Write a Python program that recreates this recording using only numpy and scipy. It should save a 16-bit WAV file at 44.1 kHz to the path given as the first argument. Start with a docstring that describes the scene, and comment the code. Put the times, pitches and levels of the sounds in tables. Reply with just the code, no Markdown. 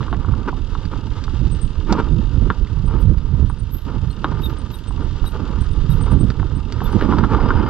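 """A mountain bike coasts down a rough forest trail, heard from a camera microphone on the rider's chest.
From the start wind buffets the microphone; below it tyres crunch over dirt, roots and stones knock and
rattle the bike, and the freehub ticks. At 1.5 s the feathered disc brakes begin to chirp. Hard knocks
land near 1.9, 2.5 and 4.2 s, and from 3 s the brakes also squeal. Near 7 s the bike hits the roughest
ground: the suspension thuds, the chain slaps and the knocks crowd together."""
import sys
import numpy as np
from scipy import signal
from scipy.fft import rfft, irfft, next_fast_len
from scipy.io import wavfile
from scipy.ndimage import uniform_filter1d, map_coordinates

SR = 44100
rng = np.random.default_rng(int(sys.argv[2]) if len(sys.argv) > 2 else 0)


def transcribe(signal):
    """Save signal, clipped to [-1, 1], as a 16-bit WAV file at the path in sys.argv[1]."""
    frames = np.atleast_2d(signal).T
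    limited = np.clip(frames, -1, 1)
    pcm = np.round(limited * 32767).astype(np.int16)
    wavfile.write(sys.argv[1], SR, pcm)


N = 339129
TIME = np.arange(N) / SR

# steady air over the microphone: (time [s], buffeting level [dB])
AIRFLOW = [(0, -22.5), (1.2, -24), (1.75, -20), (2.58, -22), (2.9, -20), (3.2, -20.5), (3.7, -23.5),
           (4.2, -28), (4.8, -27.5), (4.97, -21), (5.4, -25), (5.55, -17.5), (6.05, -17), (6.65, -21.5),
           (7.15, -18.5), (7.69, -17.5)]
# gusts on the microphone: (start [s], length [s], buffeting level [dB], flutter level [dB])
GUSTS = [(0.0, 0.029, -20, -24.5), (0.293, 0.042, -15, -31.5), (1.354, 0.22, -20, -32.5),
         (1.918, 0.084, -28, -20), (2.102, 0.11, -15.5, -25.5), (2.349, 0.041, -15.5, -30.5),
         (2.418, 0.093, -15.5, -27), (2.844, 0.18, -19.5, -33), (3.049, 0.078, -10.5, -26.5),
         (3.317, 0.03, -14, -35.5), (3.408, 0.043, -12.5, -25.5), (3.99, 0.11, -20, -55),
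         (4.31, 0.22, -21, -56), (6.132, 0.18, -17, -22.5), (6.532, 0.076, -23.5, -35.5),
         (6.944, 0.023, -12.5, -19), (7.052, 0.24, -22, -21.5)]
# spectra of the large and the small eddies: (frequency [Hz], level [dB])
BUFFET_SPECTRUM = [(10, -15.5), (22, 4.5), (45, 4), (75, 0), (115, -3.5), (160, -8.5), (230, -31.5),
                   (400, -51.5), (900, -71.5)]
FLUTTER_SPECTRUM = [(60, -29), (130, -9), (190, 3.5), (290, 0), (380, -8), (480, -14.5), (680, -28),
                    (1200, -56.5), (3000, -69)]
# roughness of the ground: (time [s], rattle level [dB])
ROUGHNESS = [(0, -39), (.6, -43), (1.3, -43.5), (1.75, -44), (2.2, -41.5), (2.8, -45), (3.4, -45.5),
             (3.67, -49.5), (4.5, -37), (4.75, -45.5), (5.2, -44), (5.8, -41), (6.65, -41), (7.08, -27.5),
             (7.27, -31), (7.39, -29), (7.69, -28)]
# stony patches that shake the bike harder: (start [s], length [s], rattle level [dB])
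STONY_PATCHES = [(.14, 0.33, -40.5), (.46, 0.051, -36), (.9, 0.13, -39.5), (1.88, 0.2, -36),
                 (2.88, 0.12, -36.5), (3.88, 0.092, -38), (4.265, 0.11, -36.5), (4.98, 0.084, -39),
                 (5.34, 0.24, -36), (5.97, 0.19, -37)]
# modes of the bike and camera mount: (frequency [Hz], width [Hz], gain [dB])
BIKE_MODES = [(300, 132, 1), (448, 107, 3), (593, 160, -7), (894.4, 89, 2), (992, 83, 0), (1206, 88, 1.5),
              (1408, 81, -3.5), (1536, 68, -7), (1795, 91, -13.5), (2100, 200, -19), (3060, 700, -21.5),
              (4950, 240, -24)]
# loose dirt under the tread: (time [s], relative level [dB])
LOOSE_DIRT = [(0, -41), (.3, -46), (1.35, -42), (2.4, -45.5), (3.5, -47.5), (4.45, -44.5), (5.85, -42),
              (6.6, -46.5), (6.95, -38), (7.35, -43), (7.69, -48)]
# spectrum of crunching dirt: (frequency [Hz], level [dB])
GRIT_SPECTRUM = [(700, -6), (1500, 5), (2000, -2), (2400, -6), (2850, 2.5), (3800, 1), (4300, -3),
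                 (4900, -2.5), (5800, -8), (6700, -10.5), (8000, -17), (9500, -35.5), (12500, -40.5),
                 (15000, -44.5)]
# roots and bumps: (time [s], clack peak [dB], clack pitch [Hz], crack relative to clack [dB])
KNOCKS = [(0.006, -19.5, 1160, -39), (0.029, -23.5, 1180, -8), (0.081, -21.5, 1110, -30),
          (0.128, -13.5, 960, -17), (0.145, -28, 1360, -13), (0.247, -20, 1100, -24),
          (0.286, -25.5, 1140, -29), (0.337, -22, 1100, -24), (0.528, -22.5, 880, -30),
          (0.751, -18.5, 1090, -26), (1.28, -21, 1100, -20), (1.926, -10, 900, -23),
          (2.5021, -5, 1180, -19.5), (3.499, -22, 1106, -21), (4.244, -4, 1030, -15),
          (4.908, -25.5, 910, -20), (5.242, -22.5, 930, -16), (6.08, -22.5, 1100, -19),
          (6.303, -21.5, 1300, -25), (6.397, -24.5, 1224, -17), (6.429, -20, 983, -20),
          (6.805, -19.5, 1220, -15), (6.817, -17, 913, -26), (7.001, -32, 1020, -11),
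          (7.011, -14.5, 1240, -13.5), (7.023, -17.5, 980, -6.5), (7.089, -21, 880, -24),
          (7.124, -9.5, 1100, -25), (7.135, -11.5, 1017, -27), (7.185, -11.5, 1030, -14),
          (7.238, -11.5, 1200, -19.5), (7.246, -14.5, 1010, -14), (7.348, -10, 1046, -18),
          (7.387, -18.5, 910, -32), (7.414, -21, 905, -27), (7.459, -14, 955, -20),
          (7.505, -4.5, 1190, -30), (7.611, -23, 1290, -22)]
# a tyre pressed hard into the ground: (time [s], level [dB], half length [s])
SCUFFS = [(0.486, -19.5, 0.0097), (0.933, -25, 0.0055), (1.904, -22, 0.015), (1.947, -26.5, 0.042),
          (1.996, -17.5, 0.013), (7.334, -22, 0.031)]
# spectrum of a scuff: (frequency [Hz], level [dB])
SCUFF_SPECTRUM = [(120, -35), (280, 9), (450, 2), (720, -19), (910, 5.5), (1090, -2), (1350, 0),
                  (1800, -19), (2900, -21.5), (4700, -30.5), (8400, -45.5), (13000, -89.5)]
# hard hits on the suspension: (time [s], peak [dB])
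THUDS = [(1.921, -17), (1.95, -16), (2.004, -23), (7.023, -13.5)]
# stones striking the frame: (time [s], peak [dB], treble cutoff [Hz])
STONE_HITS = [(0.8525, -28, 3480), (1.2392, -26, 6000), (1.925, -12, 7480), (2.671, -33, 2800),
              (3.182, -35, 3500), (6.3021, -24, 4470), (6.7233, -21.5, 6500), (7.1854, -25.5, 5500)]
# bright modes of the frame tubes: (frequency [Hz], width [Hz], gain [dB])
TUBE_MODES = [(1560, 1300, -6.5), (3130, 2600, -11), (3520, 270, -1), (4620, 180, 2.5), (5730, 300, -5),
              (6880, 720, -11), (10900, 7500, -32)]
# chirps of one brake disc: (time [s], pitch [Hz], level [dB])
DISC_CHIRPS = [(1.529, 8470, -42), (1.622, 8580, -43.5), (2.87, 8630, -53), (3.015, 8740, -61),
               (3.502, 8730, -55.5), (3.6, 8650, -53.5), (4.118, 8600, -58.5), (4.446, 8900, -56),
               (4.59, 8640, -52), (4.752, 8750, -51), (4.887, 8540, -48.5), (5.038, 8650, -62),
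               (5.276, 8700, -47), (5.619, 8620, -55), (5.728, 8710, -54), (5.922, 8740, -48),
               (6.024, 8640, -45.5), (6.121, 8830, -51.5), (6.211, 8540, -41.5), (6.564, 8520, -52),
               (6.928, 8900, -53.5)]
# thinner, longer squeals of the other disc: (time [s], pitch [Hz], level [dB], swell [s])
DISC_SQUEALS = [(3.001, 12540, -54, 0.0089), (3.743, 12520, -41, 0.021), (4.105, 12900, -64, 0.018),
                (4.44, 12600, -43.5, 0.021), (4.732, 12650, -47, 0.017), (5.265, 12570, -47.5, 0.013),
                (5.907, 12500, -45, 0.009), (6.844, 12390, -45, 0.0097), (7.014, 12650, -63, .006)]
# lower squeaks of the pads: (time [s], pitch [Hz], level [dB])
PAD_SQUEAKS = [(4.111, 4220, -46), (4.441, 3750, -33.5), (4.462, 3670, -34), (4.744, 3780, -41.5),
               (5.272, 3840, -36), (5.918, 3820, -38.5), (6.86, 3540, -40)]
# coasting speed: (time [s], ratchet rate [teeth/s])
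RATCHET_RATE = [(0, 28.5), (.65, 40), (1.2, 27.8), (1.4, 48), (1.65, 37), (2.25, 55), (2.65, 37),
                (3.1, 25.5), (3.48, 36), (3.73, 26.4), (4.1, 35), (4.6, 23.5), (4.95, 22), (5.17, 29.7),
                (5.35, 36.5), (5.85, 40.7), (6.7, 37.4), (7.69, 30)]
# the freehub as heard at the chest: (time [s], level [dB])
HUB_LEVEL = [(0, -56), (1, -53.5), (2.2, -53.5), (3.3, -59.5), (4.5, -52), (5.3, -52.5), (6.4, -55),
             (7.69, -56)]
# modes of the hub shell: (frequency [Hz], width [Hz], gain [dB])
HUB_MODES = [(2640, 63, 10), (2856, 42, 14), (3177, 59, 11), (3630, 83, 12), (3870, 170, 3), (4590, 170, 4),
             (5180, 230, -1), (6820, 670, -6)]
# spectrum of leaves and fine dust: (frequency [Hz], level [dB])
HISS_SPECTRUM = [(5000, -5.5), (8500, -2), (12500, -6.5), (15000, -20.5)]


def wind():
    """Right on the microphone, large eddies thump and small ones flutter; the wind sits mostly in the right
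    channel."""
    air = from_db(in_time(AIRFLOW) + 2.5 * drift(19.7))
    edges = dict(attack_s=0.025, release_s=0.0032)
    large_power = swells([(s, length, db) for s, length, db, _ in GUSTS], **edges)
    small_power = swells([(s, length, db) for s, length, _, db in GUSTS], **edges)
    jolts = from_db(4.5) * shaking()  # jolts of the rider stir up more flutter
    flutter_level = np.sqrt((from_db(-20) * air) ** 2 + jolts ** 2 + small_power)
    lumps = from_db(3.34 * drift(11.7))  # one passing eddy drives all sizes
    slow, fast = (colour(rng.standard_normal(N) * lumps, BUFFET_SPECTRUM) for _ in range(2))
    fast = butter(fast, 2, 49.3, "high")  # fast gusts shed no very large eddies
    buffet = air * even(slow, span_s=0.079) + np.sqrt(large_power) * even(fast, span_s=0.036)
    small_eddies = colour(rng.standard_normal(N) * lumps * from_db(3.1 * drift(28)), FLUTTER_SPECTRUM)
    flutter = flutter_level * even(small_eddies, span_s=0.1)
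    return place(buffet, left_db=-15.5) + place(flutter, left_db=-16)


def knocks():
    """Each root under the wheels gives a woody clack, a crack and a low thump; the bike rings briefly."""
    rebound_s, settle_s = 0.00354, 0.0087
    after = TIME[:SR // 10]
    out = np.zeros(N + SR)
    for s, db, hz, crack_db in KNOCKS:
        chatter = rng.standard_normal(len(after))
        force = from_db(-27) * chatter * np.exp(-after / settle_s)  # loose parts settle
        force[0] += 1
        force[int(rebound_s * SR * from_db(2 * chatter[0]))] += from_db(-9.5)  # one rebound
        spread = 1.175 * (1 + 1.16 * from_db(crack_db))  # a sharper crack widens the clack's band
        clack = band(force, hz / spread, hz * spread)
        clack = peak_one(clack + from_db(-13) * resonate(clack, BIKE_MODES))
        crack = from_db(crack_db) * peak_one(band(force, 2845, 3895))
        thump = from_db(-11) * (1000 / hz) ** 1.4 * peak_one(band(force, 250, 425))
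        start = int(s * SR)
        out[start:start + len(after)] += from_db(db) * (clack + crack + thump)
    return place(out[:N], left_db=-0.4)


def tyres():
    """Knobs and pebbles rattle the bike; down at the tread, dirt crunches in clumps and crumbs crack."""
    clumps = drift(23)
    shake = rms_one(flex(resonate(grains(per_s=2500, spread_db=4), BIKE_MODES)))
    scatter = rms_one(resonate(rng.standard_normal(N), BIKE_MODES))
    rattle = place(shake, left_db=-0.3) + from_db(-11) * antiphase(scatter)
    crunches = (rng.standard_normal(N) + from_db(-6) * grains(per_s=260, spread_db=3) for _ in range(2))
    dirt, spray = (colour(crunch, GRIT_SPECTRUM) for crunch in crunches)
    grit = place(dirt, left_db=-0.5) + from_db(-6) * antiphase(spray)
    grit_level = from_db(in_time(LOOSE_DIRT) - 6.5 + 1.58 * clumps)
    return shaking() * from_db(2 * clumps) * rattle + grit_level * grit


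def shaking():
    """How hard the ground shakes the bike: its general roughness plus the stony patches."""
    patch_power = swells(STONY_PATCHES, attack_s=0.012, release_s=0.0097)
    return np.sqrt(from_db(in_time(ROUGHNESS)) ** 2 + patch_power)


def scuffs():
    """Pressure on a tyre swells and eases, grinding a dense burst of gravel."""
    pressure = sum(from_db(db) * np.exp(-((TIME - s) / half) ** 2) for s, db, half in SCUFFS)
    gravel = colour(grains(per_s=7000, spread_db=4.5), SCUFF_SPECTRUM)
    return place(pressure * even(gravel, span_s=0.013), left_db=-0.5)


def chain():
    """On the roughest ground the chain slaps the frame, ringing the upper modes differently each time."""
    slaps_per_s, threshold_db = 130, -36.5
    slaps = rng.random(N) < slaps_per_s / SR
    rings = sum(resonate(slaps * rng.uniform(-1, 1, N), [(hz, width / 2, db)])
                for hz, width, db in BIKE_MODES[3:])
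    swing = np.maximum(shaking() - from_db(threshold_db), 0)
    return place(from_db(-0.5) * swing * rms_one(flex(rings)), left_db=0)


def thuds():
    """Hard hits come up through the suspension as short dull thuds."""
    thud = peak_one(band(signal.unit_impulse(SR // 10), 234, 530))
    s, db = np.transpose(THUDS)
    hits = np.bincount((s * SR).astype(int), from_db(db), N)
    return place(signal.fftconvolve(hits, thud)[:N], left_db=-2)


def stone_clicks():
    """Slightly right of centre, a stone hits a frame tube and skids; soft, earthy ones sound duller."""
    skid_s, skid_db = 0.005, -19
    after = TIME[:SR // 10]
    out = np.zeros(N + SR)
    for s, db, cutoff_hz in STONE_HITS:
        force = from_db(skid_db) * rng.standard_normal(len(after)) * np.exp(-after / skid_s)
        force[0] += 1
        click = butter(resonate(force, TUBE_MODES), 2, cutoff_hz)
        start = int(s * SR)
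        out[start:start + len(after)] += from_db(db) * peak_one(click)
    return place(out[:N], left_db=-3.5)


def brakes():
    """One disc chirps hard left, the other squeals in two modes nearer centre; the pads squeak lower."""
    chirps = squeal([(s, hz, db, 0.011) for s, hz, db in DISC_CHIRPS],
                    glide=0.007, ring_s=0.0037, waver=0.0044, stutter_db=4)
    upper = squeal(DISC_SQUEALS, glide=0.0028, ring_s=0.018, waver=0.003, stutter_db=4)
    lower = squeal([(s, 11430, db - 16, swell_s) for s, _, db, swell_s in DISC_SQUEALS],
                   glide=-0.002, ring_s=0.02, waver=0.007, stutter_db=3)
    pads = squeal([(s, hz, db, 0.008) for s, hz, db in PAD_SQUEAKS],
                  glide=-0.0135, ring_s=0.005, waver=0.0044, stutter_db=2.3)
    return (among_trees(chirps, left_db=30, left_lag_s=0)
            + among_trees(upper + lower, left_db=5.5, left_lag_s=1.6e-5) + place(pads, left_db=1.5))


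def squeal(bites, glide, ring_s, waver, stutter_db):
    """At each bite of the pad, friction swells a mode in a stutter; its pitch slides and it rings out."""
    out = np.zeros(N)
    wobble, grip_db = waver * drift(150), stutter_db * drift(90)
    for s, hz, db, swell_s in bites:
        slide = glide * rng.normal(1, 0.22)
        part = slice(max(int((s - 0.1) * SR), 0), int((s + 0.3) * SR))
        t = TIME[part] - s
        rise = np.exp(-(t / swell_s) ** 2)
        ring_out = np.exp((swell_s - np.hypot(t, swell_s)) / ring_s)
        level = from_db(db + grip_db[part]) * np.where(t < 0, rise, ring_out)
        pitch = hz * (1 + slide * np.tanh(t / (2 * swell_s)) + wobble[part])
        out[part] += np.sqrt(2) * level * np.sin(2 * np.pi * np.cumsum(pitch) / SR)
    return out


def freehub():
    """At the rear wheel, three pawls drop off each ratchet tooth in turn, scrape and ring the hub shell."""
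    play_teeth, pawl_lag_s, scrape_s = 0.08, 0.002, 0.003
    teeth = np.maximum.accumulate(np.cumsum(in_time(RATCHET_RATE)) / SR + play_teeth * drift(20))
    drops = np.zeros(N)
    for pawl in range(3):
        lag_s = pawl * pawl_lag_s * from_db(drift(40))
        drops += np.diff(np.floor(np.interp(TIME - lag_s, TIME, teeth)), prepend=0)
    drops *= from_db(2.5 * rng.standard_normal(N))
    settling = signal.lfilter([1], [1, -np.exp(-1 / (scrape_s * SR))], drops + 1e-18)
    scrape = from_db(-25) * settling * rng.standard_normal((2, N))
    ticks = butter(resonate(drops + scrape, HUB_MODES), 2, 7500)
    return from_db(in_time(HUB_LEVEL)) * rms_one(ticks)


def among_trees(x, left_db, left_lag_s):
    """A high tone reaches the microphone directly, then scattered back from ground and trunks."""
    decay_s, echo_db = 0.033, -9.5
    after = TIME[:SR // 4]
    scatter = rng.standard_normal((2, len(after))) * np.exp(-after / decay_s)
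    scatter /= np.linalg.norm(scatter, axis=1, keepdims=True)
    echoes = from_db(echo_db) * signal.fftconvolve([x], scatter)[:, :N]
    direct = np.array([np.interp(TIME - left_lag_s, TIME, x), x])
    return pan(direct + echoes, left_db)


def hiss():
    """In the background, leaves and fine dust crackle faintly in clumps, unrelated at the two ports."""
    crackle = np.array([grains(per_s=3200, spread_db=3) for _ in range(2)])
    return from_db(-72 + 2.5 * drift(25)) * colour(crackle, HISS_SPECTRUM)


def from_db(db):
    """Decibels to gain."""
    return 10 ** (np.asarray(db) / 20)


def rms_one(x):
    """Scale to an rms of 1."""
    return x / np.sqrt(np.mean(x ** 2) + 1e-20)


def peak_one(x):
    """Scale to a peak of 1."""
    return x / np.abs(x).max()


def in_time(curve):
    """A (time, value) curve at every sample."""
    return np.interp(TIME, *np.transpose(curve))


def swells(events, attack_s, release_s):
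    """Power of (start, length, level) events that rise, hold and die away."""
    power = 0
    for s, length, db in events:
        fade = np.maximum(s - TIME, 0) / attack_s + np.maximum(TIME - s - length, 0) / release_s
        power += from_db(db) ** 2 * np.exp(-2 * np.minimum(fade, 20))
    return power


def drift(rate_hz):
    """Random wander, mostly slower than rate_hz; rms 1."""
    hz = np.arange(N // 2 + 1) * SR / N
    return rms_one(irfft(rfft(rng.standard_normal(N)) / (1 + (hz / rate_hz) ** 2), N))


def grains(per_s, spread_db):
    """Random contacts, many small and a few large."""
    sizes = from_db(spread_db * np.minimum(rng.exponential(1, N), 4)) * rng.choice([-1, 1], N)
    return rms_one(sizes * (rng.random(N) < per_s / SR))


def colour(x, spectrum):
    """Give a signal a spectrum, rolling off around its last point; rms 1."""
    hz, db = np.transpose(spectrum)
    size = next_fast_len(N)
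    bins = np.maximum(np.arange(size // 2 + 1) * SR / size, 1)
    gain = from_db(np.interp(np.log(bins), np.log(hz), db)) / (1 + (bins / hz[-1]) ** 4)
    return rms_one(irfft(rfft(x, size) * gain, size)[..., :N])


def even(x, span_s):
    """Hold the level of a noise at 1 over spans of this length."""
    size = int(span_s * SR)
    return x / np.sqrt(uniform_filter1d(uniform_filter1d(x ** 2, size), size) + 1e-9)


def butter(x, order, hz, kind="low"):
    """Filter with a flat passband."""
    return signal.sosfilt(signal.butter(order, hz, kind, fs=SR, output="sos"), x)


def band(x, low_hz, high_hz):
    """Keep one band, with steep edges."""
    return butter(x, 3, [low_hz, high_hz], "band")


def resonate(x, modes):
    """Parallel resonances of alternating sign, each trimmed above and below its pitch."""
    out = 0
    for k, (hz, width, db) in enumerate(modes):
        radius, angle = np.exp(-np.pi * width / SR), 2 * np.pi * hz / SR
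        poles = [1, -2 * radius * np.cos(angle), radius ** 2]
        ring = (1 - radius ** 2) / 2 * signal.lfilter([1, 0, -1], poles, x + 1e-18)
        out += (-1) ** k * from_db(db) * butter(ring, 1, [hz / 2, hz * 1.5], "band")
    return out


def flex(x):
    """Shifting load bends all pitches of a rattle slightly up and down."""
    return map_coordinates(x, [np.cumsum(1 + 0.018 * drift(6))], order=3, mode="mirror")


def pan(pair, left_db):
    """Set the left channel relative to the right, with the mid level kept."""
    left = from_db(left_db)
    return pair * np.array([[left], [1]]) * 2 / (1 + left)


def place(x, left_db):
    """Pan a source across the microphone; the left port hears it two samples later."""
    return pan(np.array([np.pad(x, (2, 0))[:N], x]), left_db)


def antiphase(x):
    """Opposite in the two channels, for width."""
    return np.array([x, -x])


def scene():
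    """Everything rides along with the microphone, so the bike stays close throughout."""
    return (wind() + tyres() + chain() + scuffs() + knocks() + thuds() + stone_clicks()
            + freehub() + brakes() + hiss())


def record(dry):
    """The chest camera overloads on any peak past full scale and cuts the top treble."""
    cutoff_hz = 15700
    treble_cut = signal.ellip(10, 0.1, 80, cutoff_hz, fs=SR, output="sos")
    return signal.sosfilt(treble_cut, np.clip(dry, -1, 1))


dry = scene()
out = record(dry)
transcribe(out)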